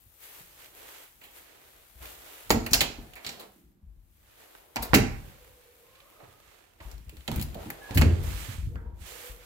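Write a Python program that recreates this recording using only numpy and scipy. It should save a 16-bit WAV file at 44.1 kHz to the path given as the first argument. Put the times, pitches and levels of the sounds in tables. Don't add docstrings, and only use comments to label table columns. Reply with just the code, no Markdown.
import sys
import numpy as np
from scipy import signal
from scipy.fft import rfft, irfft, next_fast_len
from scipy.io import wavfile
from scipy.ndimage import uniform_filter1d

SR = 44100
rng = np.random.default_rng(int(sys.argv[2]) if len(sys.argv) > 2 else 0)


def convert_level_to_amplitude(level_db):
    exponent = np.asarray(level_db, float) / 20
    return 10 ** exponent


def wrap_up_sound(samples):
    columns = np.atleast_2d(samples).T
    tamed = np.clip(columns, -1, 1)
    steps = np.round(tamed * 32767).astype(np.int16)
    wavfile.write(sys.argv[1], SR, steps)


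N = 417141
T = np.arange(N) / SR


def on_log(table, hz):
    f, v = np.transpose(table)
    return np.interp(np.log(np.maximum(hz, 1)), np.log(f), v)


def unit(x):
    return x / np.sqrt(np.mean(x ** 2))


def peak(x):
    return x / np.abs(x).max()


def shaped(x, gain):
    n = next_fast_len(x.shape[-1])
    return irfft(rfft(x, n) * gain(np.arange(n // 2 + 1) * SR / n), n)[..., :x.shape[-1]]


def bell(hz, centre_hz, octaves):
    return np.exp(-.5 * (np.log2(np.maximum(hz, 1) / centre_hz) / octaves) ** 2)


def walk(rate):
    k = int(SR / rate)
    steps = np.repeat(rng.standard_normal(N // k + 1), k)
    return unit(uniform_filter1d(uniform_filter1d(steps, k), k)[:N])


def swell(t0, t1, rise_db_s, fall_db_s):
    return -rise_db_s * np.maximum(t0 - T, 0) - fall_db_s * np.maximum(T - t1, 0)


def add(out, s, x):
    i = int(s * SR)
    out[..., i:i + x.shape[-1]] += x[..., :N - i]


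def sides(x, pan_db):
    return x * convert_level_to_amplitude(np.array([pan_db, -pan_db]).reshape(2, -1) / 2)


# t/s, peak level of the metal/dB, bright edge level/dB, wooden low part level/dB, ring f/Hz
LATCH_CLICKS = [(2.056, -37.5, -49, -60, 3070), (2.4955, -37, -41, -60, 4100),
                (2.5046, -10.5, -27, -14, 4230), (2.511, -14, -27.5, -34, 2380),
                (2.6638, -23.5, -37, -39, 2260), (2.7327, -6, -24, -35, 5500),
                (2.7415, -14, -25, -36.5, 3270), (2.8067, -9.5, -35, -41, 3400),
                (2.8135, -15.5, -27, -30.5, 2220), (3.1354, -40.5, -60, -59, 3080),
                (3.1555, -51, -42, -61, 3500), (3.2475, -29.5, -59, -49, 3440),
                (3.265, -23.5, -49, -51, 4280), (3.2915, -26, -61.5, -54, 5240),
                (4.551, -44, -67, -43.5, 1287), (4.7593, -21.5, -41.5, -35.5, 5050),
                (4.7665, -23.5, -50, -35, 2120), (4.9338, -16.5, -54, -11, 1500),
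                (4.9412, -8.5, -25.5, -31.5, 2400), (4.9478, -9.5, -26, -34, 5500),
                (5.955, -48, -80, -82, 3080), (6.003, -45, -81, -81.5, 3190),
                (6.762, -67.5, -80.5, -58.5, 2010), (6.914, -39, -57, -64, 5500),
                (6.98, -49.5, -60, -62, 5000), (7.0943, -40.5, -50, -57.5, 2900),
                (7.1687, -42.5, -64, -59, 3260), (7.207, -45.5, -78, -70, 3180),
                (7.2783, -23, -46, -36.5, 3140), (7.3157, -29.5, -42, -34, 3330),
                (7.3601, -33, -38, -54, 2200), (7.3964, -31, -44, -62, 3280),
                (7.413, -30.5, -35.5, -61, 3500), (7.4245, -32.5, -34, -59, 4580),
                (7.5447, -39, -51, -55, 3630), (7.5528, -57, -67, -45, 1700),
                (7.7024, -28.5, -35.5, -41.5, 1800), (7.9089, -34.5, -63, -39, 3740),
                (7.9742, -15, -31, -39, 2600), (7.981, -25, -30.5, -38, 2500),
                (8.0137, -22, -31, -21, 5300), (8.019, -17, -61, -25.5, 2340), (8.757, -47, -69, -40, 1710)]
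SCUFFS = [(1.211, -46, -55, -56, 2600), (1.232, -42.5, -53, -61.5, 3080), (6.235, -52, -75, -57, 1500),
          (2.706, -33.5, -42.5, -48, 5970), (3.157, -39, -55, -51.5, 2050),
          (3.268, -34.5, -65, -58.5, 3450), (3.393, -38, -45, -48.5, 3833),
          (4.821, -30.5, -28.5, -38.5, 4470), (7.942, -35.5, -37, -57, 4900),
          (6.1994, -53, -75.5, -48, 1930), (6.801, -42.5, -66, -44.5, 1900)]
# f/Hz, width/Hz, level/dB
METAL_MODES = [(1900, 1000, 1.5), (2600, 590, -10.5), (4300, 880, -2), (7340, 1100, 2)]
LONGER_PER_DB, SHORTER_PER_WOOD_DB = 0.0556, 0.1957
LATCH_HZ, RING_PULL = 4200, 0.55
RATTLE_TOP_HZ = 3500
SNAP_DB, SNAP_MS = -7, 0.5


def contacts(table, rise_s, tick, rattle_ms):
    out, t = np.zeros((2, N)), np.arange(8192) / SR
    for s, db, top_db, wood_db, ring_hz in table:
        extra_wood_db = np.clip(wood_db - db + 12.0, -4, 9)
        doublings = LONGER_PER_DB * (db + 25.5) - SHORTER_PER_WOOD_DB * extra_wood_db
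        ms = max(rattle_ms * 2 ** doublings, 1)
        clack_hz = LATCH_HZ * (ring_hz / LATCH_HZ) ** RING_PULL

        def metal(hz):
            modes = sum(convert_level_to_amplitude(d) / (1 + (2 * (hz - f) / w) ** 2) for f, w, d in METAL_MODES)
            return bell(hz, clack_hz, 1.0) * (0.14 + modes + 1.1 * bell(hz, ring_hz, 0.24))

        shared, left, right = rng.standard_normal((3, len(t)))
        noise = shared + np.array([left, right])
        rise, rattle = np.minimum(t / rise_s, 1), np.exp(-t * 1000 / ms)

        bright = shaped(noise, metal) * (tick * np.exp(-t / 0.009) + 0.2 * rattle ** 2)
        dull = shaped(noise, lambda hz: metal(hz) / np.hypot(1, hz / RATTLE_TOP_HZ)) * rattle
        x = convert_level_to_amplitude(db) * peak((bright + dull) * rise)

        snap = shaped(noise, lambda hz: bell(hz, ring_hz, 1.5)) * np.exp(-t * 1000 / SNAP_MS)
        x += convert_level_to_amplitude(db + SNAP_DB) * (tick > 0) * peak(snap)

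        edge = unit(shaped(noise, lambda hz: bell(hz, 14000, 0.7)))
        fall = (rattle + tick * np.exp(-t / 0.0026)) * rise
        x += convert_level_to_amplitude(top_db) * edge * fall * rattle ** 0.35

        wood = unit(shaped(noise, lambda hz: bell(hz, 540, 1.0) + 0.34 * bell(hz, 800, 0.04)))
        x += convert_level_to_amplitude(wood_db) * wood * rattle ** 0.39 * rise
        add(out, s, x)
    return out


# t/s, peak level/dB before walls and ports, contact length/ms
THUDS = [(2.507, -14.5, 0.68), (2.546, -17, 0.84), (2.716, -22.5, 2.8), (2.812, -24.5, 1.1),
         (2.985, -33, 0.37), (3.263, -38.5, 0.62), (4.767, -30, 0.85), (4.933, -11, 2.6), (4.945, -12, 1.7),
         (4.959, -12.5, 2.0), (7.127, -44.5, 0.47), (7.285, -26, 0.32), (7.322, -23.5, 3.4),
         (7.367, -22, 3.9), (7.554, -33.5, 0.59), (7.66, -34, 0.68), (7.907, -28, 3.8), (7.965, -15.5, 2.9),
         (8.019, -12.5, 1.65), (8.07, -24.5, 2.1), (8.753, -44, 0.73)]
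# f/Hz, level/dB, t60/s before LEAF_DAMPING
LEAF_MODES = [(152, -4, 0.48), (222.3, -1, 0.56), (268, -3.5, 0.44), (314.6, -1.5, 0.22), (376, -9, 0.79),
              (433, -7, 0.66), (597, -17.5, 0.6), (596, -31.5, 0.46), (780, -22, 0.4), (980, -20.5, 0.27)]
LEAF_DAMPING = 0.77
FRAME_DB, FRAME_MS = -7.5, 23


def thuds():
    out, t = np.zeros(N), np.arange(SR // 2) / SR
    modes = LEAF_MODES * 8
    for s, db, ms in THUDS:
        ring = 0
        for (f, d, t60), (a, b) in zip(modes, rng.standard_normal((len(modes), 2))):
            tone = np.sin(2 * np.pi * f * np.exp(.06 * b) * t)
            ring = ring + convert_level_to_amplitude(d + 2.0 * a) * tone * 1000 ** (-t / (LEAF_DAMPING * t60))
        ring = ring * (convert_level_to_amplitude(FRAME_DB) + np.exp(-t * 1000 / FRAME_MS))
        chatter = 0.053 * rng.standard_normal(4096) * np.exp(-t[:4096] / 0.05)
        chatter[0] = 1
        half_sine = np.sin(np.linspace(0, np.pi, max(int(ms * SR / 1000), 3)))
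        push = np.convolve(chatter, half_sine)
        add(out, s, convert_level_to_amplitude(db) * peak(signal.fftconvolve(ring, push)))
    return sides(out, 0)


# t/s, level/dB before rise and decay, f/Hz, decay/ms
KNOCKS = [(2.506, -28, 735, 39), (2.72, -48, 600, 16), (4.7585, -29, 820, 28), (4.826, -48, 800, 22),
          (4.549, -49, 1500, 4.6), (4.937, -19, 620, 17), (4.949, -33.5, 2000, 83), (6.81, -53, 900, 32),
          (7.279, -38, 610, 15), (7.5525, -39, 610, 24), (7.625, -51, 733, 40), (7.888, -43.5, 784, 33),
          (8.015, -35.5, 530, 70), (8.758, -50, 1454, 44), (3.55, -64, 300, 220), (6.2, -59.5, 700, 54),
          (8.045, -33, 394, 77)]


def knocks():
    out, t_ms = np.zeros((2, N)), np.arange(SR // 4) / SR * 1000
    for s, db, hz, ms in KNOCKS:
        shared, left, right = rng.standard_normal((3, len(t_ms)))
        noise = shared + 0.94 * np.array([left, right])
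        ring = unit(shaped(noise, lambda f: bell(f, hz, 0.29)))
        rise = np.minimum(t_ms / 1.7, 1)
        add(out, s, convert_level_to_amplitude(db) * ring * rise * np.exp(-t_ms / ms))
    return out


# t/s, peak level/dB before walls and ports, starting f/Hz
BUMPS = [(0.06, -53, 89), (0.405, -49, 151), (1.955, -46, 62.84), (2.005, -43, 67), (2.053, -45, 58.5),
         (2.747, -31, 45.73), (2.979, -40.5, 41.03), (3.639, -54, 59), (3.828, -44.5, 73.2),
         (3.867, -41.5, 52.65), (3.97, -43.5, 45.5), (4.792, -32.5, 56), (4.897, -32.5, 57.75),
         (5.033, -31, 55.9), (6.231, -46.5, 129), (6.275, -49.5, 96), (6.808, -40.5, 73.7),
         (6.852, -34.5, 52.5), (6.933, -36.5, 55.45), (7.071, -35.5, 65.3), (7.17, -43, 71),
         (7.361, -21, 81), (7.376, -23, 74.3), (7.447, -34.5, 62.1), (7.958, -10.5, 87.3),
         (7.989, -11, 75.3), (8.059, -9.5, 84.6), (8.129, -15.5, 81), (8.199, -24.5, 64.5),
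         (8.269, -30.5, 63.7), (8.337, -28, 56.1), (8.486, -26.5, 103), (8.583, -25, 75.5),
         (8.628, -24, 60.9), (8.668, -26, 100.8), (8.752, -24, 70.5), (8.86, -34.5, 55.6),
         (8.926, -34, 69.9), (9.007, -35.5, 66.3), (9.297, -36, 48.6)]


def bumps():
    out, t = np.zeros(N), np.arange(SR // 2) / SR
    for s, db, hz in BUMPS:
        cycles = hz * t * (1 - 0.13 * t)
        x = np.sin(2 * np.pi * cycles) + 0.16 * np.sin(2 * np.pi * 2.3 * cycles)
        x *= (1 - np.exp(-t / 0.0031)) * np.exp(-hz * t / 1.38)
        add(out, s, convert_level_to_amplitude(db) * peak(x))
    return sides(out, 0)


# f/Hz, t60/s
ROOM_DECAY = [(60, 1), (150, 0.29), (400, 0.44), (1000, 0.56), (3000, 0.36), (8000, 0.43), (14000, 0.09)]
ROOM_DB, ROOM_LIKENESS_HZ = -7.5, 330


def room(x):
    t, out, places = np.arange(SR) / SR, 0, 4
    place = (T / .07).astype(int) % places
    for k in range(places):
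        mid, side = rng.standard_normal((2, SR))
        side = shaped(side, lambda hz: hz / np.hypot(hz, ROOM_LIKENESS_HZ))
        noise, echo = mid + np.outer([1, -1], side), 0
        for f in 45 * 2. ** np.arange(9):
            t60 = on_log(ROOM_DECAY, f)
            band = shaped(noise, lambda hz: bell(hz, f, 0.38))
            echo = echo + band * 1000 ** (-t / t60) / np.sqrt(t60)
        echo *= np.minimum(t / 0.0013, 1)
        echo *= convert_level_to_amplitude(ROOM_DB) / np.sqrt(np.sum(echo ** 2) / 2)
        share = uniform_filter1d(1. * (place == k), 512)
        out = out + signal.fftconvolve((x.mean(0) * share)[None], echo, axes=1)[:, :N]
    return out


# t/s, level/dB before the band levels,
# crispness/dB (treble against the middle), left minus right/dB (its median is taken off)
SWAY = [(0, -72, 3.5, -5.5), (.5, -62.5, -1, -9.5), (1.149, -69, 1.5, -9), (1.55, -60, -7, -9),
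        (1.93, -65.5, -2.5, -5), (2.2, -57, -2, -9.5), (3.2, -60.5, -12.5, -5.5), (3.6, -76.5, 5, -8.5),
        (3.8, -93.5, 3, -10), (4.1, -84.5, 6.5, -8.5), (4.299, -64, -5, -8.5), (4.74, -63.5, -11, -4.5),
        (4.9, -53, -11, -10.5), (5.449, -63.5, -6.5, -9), (5.7, -67.5, -3.5, -7.5), (6.101, -62.5, -10, -7),
        (6.601, -63.5, -7, -12), (6.779, -70, -9, -9.5), (7.201, -68, 0, -10.5), (7.75, -53, -17.5, -4),
        (8.2, -55, -11, -14), (8.65, -65, 1.5, -17.5), (8.92, -83.5, -9, -6), (9.02, -61.5, 3, -19.5),
        (9.46, -59, -8.5, -9.5)]
# t/s at full level, length/s, level/dB before the band levels, crispness/dB
RUBS = [(0.231, 0.17, -57.5, 0), (0.596, 0.069, -59, -2.5), (0.766, 0.088, -57, -4.5),
        (0.883, 0.072, -55.5, -2), (0.982, 0.054, -59, -1.5), (1.361, 0.026, -58.5, 1.5),
        (2.03, 0.1, -52.5, -7.5), (2.264, 0.087, -54.5, -5), (3.25, 0.078, -52, -9),
        (3.406, 0.018, -55, -16), (4.385, 0.19, -61.5, -11), (6.222, 0.018, -59.5, -31),
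        (6.825, 0.1, -58, -9.5), (7.324, 0.1, -49, -11), (7.602, 0.06, -52.5, -22), (7.917, 0.13, -49, -29),
        (8.246, 0.28, -51.5, 0), (8.374, 0.052, -57, 7.5), (8.748, 0.21, -74.5, -54), (9.066, 0.21, -55, 2)]
# f/Hz, relative level/dB
CLOTH_COLOUR = [(120, -34), (200, 1.5), (289, 1), (485, -4), (584, -6.5), (3700, -15), (5350, -17.5),
                (7460, -13), (13500, -10.5), (15600, -16), (16500, -34.5)]
# f/Hz, left minus right/dB
CLOTH_PORTS = [(60, -2.0), (110, -13.5), (200, -1.5), (380, -4), (700, -1.5), (1290, -8), (2380, -8),
               (4400, -4.5), (8120, -2), (15000, 23)]
RUB_RISE_DB_S, RUB_FALL_DB_S = 334, 144.5
# f/Hz, width/octaves, level/dB, dB per dB of crispness; the low part grows as the rub gets duller
CLOTH_BANDS = ((600, 0.7, -4.5, -0.35), (2600, 0.98, 0.3, 0.1), (6340, 1.0, -3.0, 0.99), (12900, 0.92, -0.4, 0.97))


def jacket():
    s, *columns = np.transpose(SWAY)
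    sway_db, sway_crisp_db, pan_db = (np.interp(T, s, c) for c in columns)
    moves = [(sway_db, sway_crisp_db)]
    for start, length, db, crisp_db in RUBS:
        moves.append((db + swell(start, start + length, RUB_RISE_DB_S, RUB_FALL_DB_S), crisp_db))

    slips = convert_level_to_amplitude(1.1 * rng.exponential(size=N // 40 + 1).repeat(40)[:N])
    size = next_fast_len(N)
    source = rfft(rng.standard_normal((2, N)) * slips, size)
    hz = np.arange(source.shape[1]) * SR / size
    colour = convert_level_to_amplitude(on_log(CLOTH_COLOUR, hz) + np.outer([.5, -.5], on_log(CLOTH_PORTS, hz)))
    out = 0
    for centre_hz, octaves, band_db, tilt in CLOTH_BANDS:
        band = unit(irfft(source * colour * bell(hz, centre_hz, octaves))[:, :N])
        level = np.sqrt(sum(convert_level_to_amplitude(db + tilt * crisp_db) ** 2 for db, crisp_db in moves))
        out = out + band * level * convert_level_to_amplitude(band_db + 1.4 * walk(15))
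    return sides(out, pan_db - np.median(pan_db))


# start t/s, end t/s, start f/Hz, end f/Hz, level/dB
HINGES = [(2.997, 3.5, 710, 724, -64.5), (3.2, 3.857, 210, 189.7, -64.5), (5.15, 5.502, 587, 502, -67),
          (5.397, 5.859, 503, 470, -64), (5.804, 6.201, 484, 600, -67), (5.829, 6.251, 1066, 1073, -71),
          (5.947, 6.305, 1190, 1220, -71.5), (6.053, 6.498, 1280, 1245, -70), (7.6, 7.945, 832, 789, -60),
          (7.813, 7.968, 1683, 1686, -51.5), (8.036, 8.154, 1670, 1690, -57), (8.681, 8.907, 459, 467, -59),
          (8.771, 9.001, 940, 930, -66), (9.075, 9.45, 490, 496, -57.5)]
BLUR_HZ, BLUR_SHARE, CLEAR_DB = 41.4, 0.33, -87


def hinges():
    out = np.zeros(N)
    for t0, t1, start_hz, end_hz, db in HINGES:
        width_hz = BLUR_HZ + BLUR_SHARE * start_hz * min(convert_level_to_amplitude(CLEAR_DB - db), 1)
        t = np.arange(int((t1 - t0) * SR)) / SR
        a, b = shaped(rng.standard_normal((2, len(t))), lambda hz: 1 / (1 + (2 * hz / width_hz) ** 2))
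        phase = 2 * np.pi * np.cumsum(np.linspace(start_hz, end_hz, len(t))) / SR
        tone = unit((unit(a) + 0.31) * np.cos(phase) + unit(b) * np.sin(phase))
        fade = np.sin(np.pi * t / (t1 - t0)) ** 0.15
        add(out, t0, convert_level_to_amplitude(db) * fade * tone)
    return sides(out, -2.7)


# f/Hz, relative level/dB
DEEP_COLOUR = [(12, -42), (20, -10.5), (32, 0), (53, -0.5), (130, -10.5), (318, -22.5), (350, -13),
               (460, -43), (770, -120)]
RUMBLE_DB, AFTER_THUD_DB, AFTER_BUMP_DB = -68.5, -24.5, -21.5
RUMBLE_LATE_S, RUMBLE_RISE_DB_S, RUMBLE_FALL_DB_S = 0.069, 206.5, 69


def rumble():
    noise = rng.standard_normal((2, N))
    mid, side = shaped(noise, lambda hz: convert_level_to_amplitude(on_log(DEEP_COLOUR, hz)) * (hz < 350))
    both = unit(mid) + .4 * np.outer([1, -1], unit(side))
    blows = [(s, db + AFTER_THUD_DB) for s, db, _ in THUDS]
    blows += [(s, db + AFTER_BUMP_DB) for s, db, _ in BUMPS]
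    power = convert_level_to_amplitude(RUMBLE_DB) ** 2
    for s, db in blows:
        late = s + RUMBLE_LATE_S
        power = power + convert_level_to_amplitude(db + swell(late, late, RUMBLE_RISE_DB_S, RUMBLE_FALL_DB_S)) ** 2
    return both * np.sqrt(power) * convert_level_to_amplitude(2.0 * walk(13))


# f/Hz, relative level/dB
HUSH_COLOUR = [(120, -32), (200, -4), (594, -8.5), (8970, -31.5), (14500, -19.5), (16500, -47)]


def hush():
    noise = rng.standard_normal((2, N))
    return convert_level_to_amplitude(-76.5) * unit(shaped(noise, lambda hz: convert_level_to_amplitude(on_log(HUSH_COLOUR, hz))))


# f/Hz, left minus right/dB
PORTS = [(60, 6.5), (110, -5), (200, -1.5), (380, -3), (700, -5.5), (1290, 1), (2380, -9), (4400, -6),
         (8120, 4.5), (15000, 16)]
PORT_LAG_MS = 0.17


def scene():
    doors = contacts(LATCH_CLICKS, 0.000081, 0.6, 5.42) + contacts(SCUFFS, 0.0073, 0, 44)
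    doors = doors + thuds() + knocks()
    near = bumps()
    heard = doors + near + room(doors + 1.4 * near)
    way = np.array([[.5], [-.5]])

    def port(hz):
        lag = np.exp(-2j * np.pi * hz * way * PORT_LAG_MS / 1000)
        return convert_level_to_amplitude(way * on_log(PORTS, hz)) * lag

    return shaped(heard, port) + hinges() + jacket() + rumble() + hush()


def roll_off(x):
    return signal.sosfilt(signal.butter(12, 16960, fs=SR, output="sos"), x)


def record(dry):
    bass_cut = signal.butter(2, 34, "high", fs=SR, output="sos")
    top_cut = signal.ellip(8, .3, 70, 15750, fs=SR, output="sos")
    clipped = np.clip(signal.sosfilt(bass_cut, dry), -1, 1)
    mix = signal.sosfilt(top_cut, clipped)
    return roll_off(mix)


dry = scene()
out = record(dry)
wrap_up_sound(out)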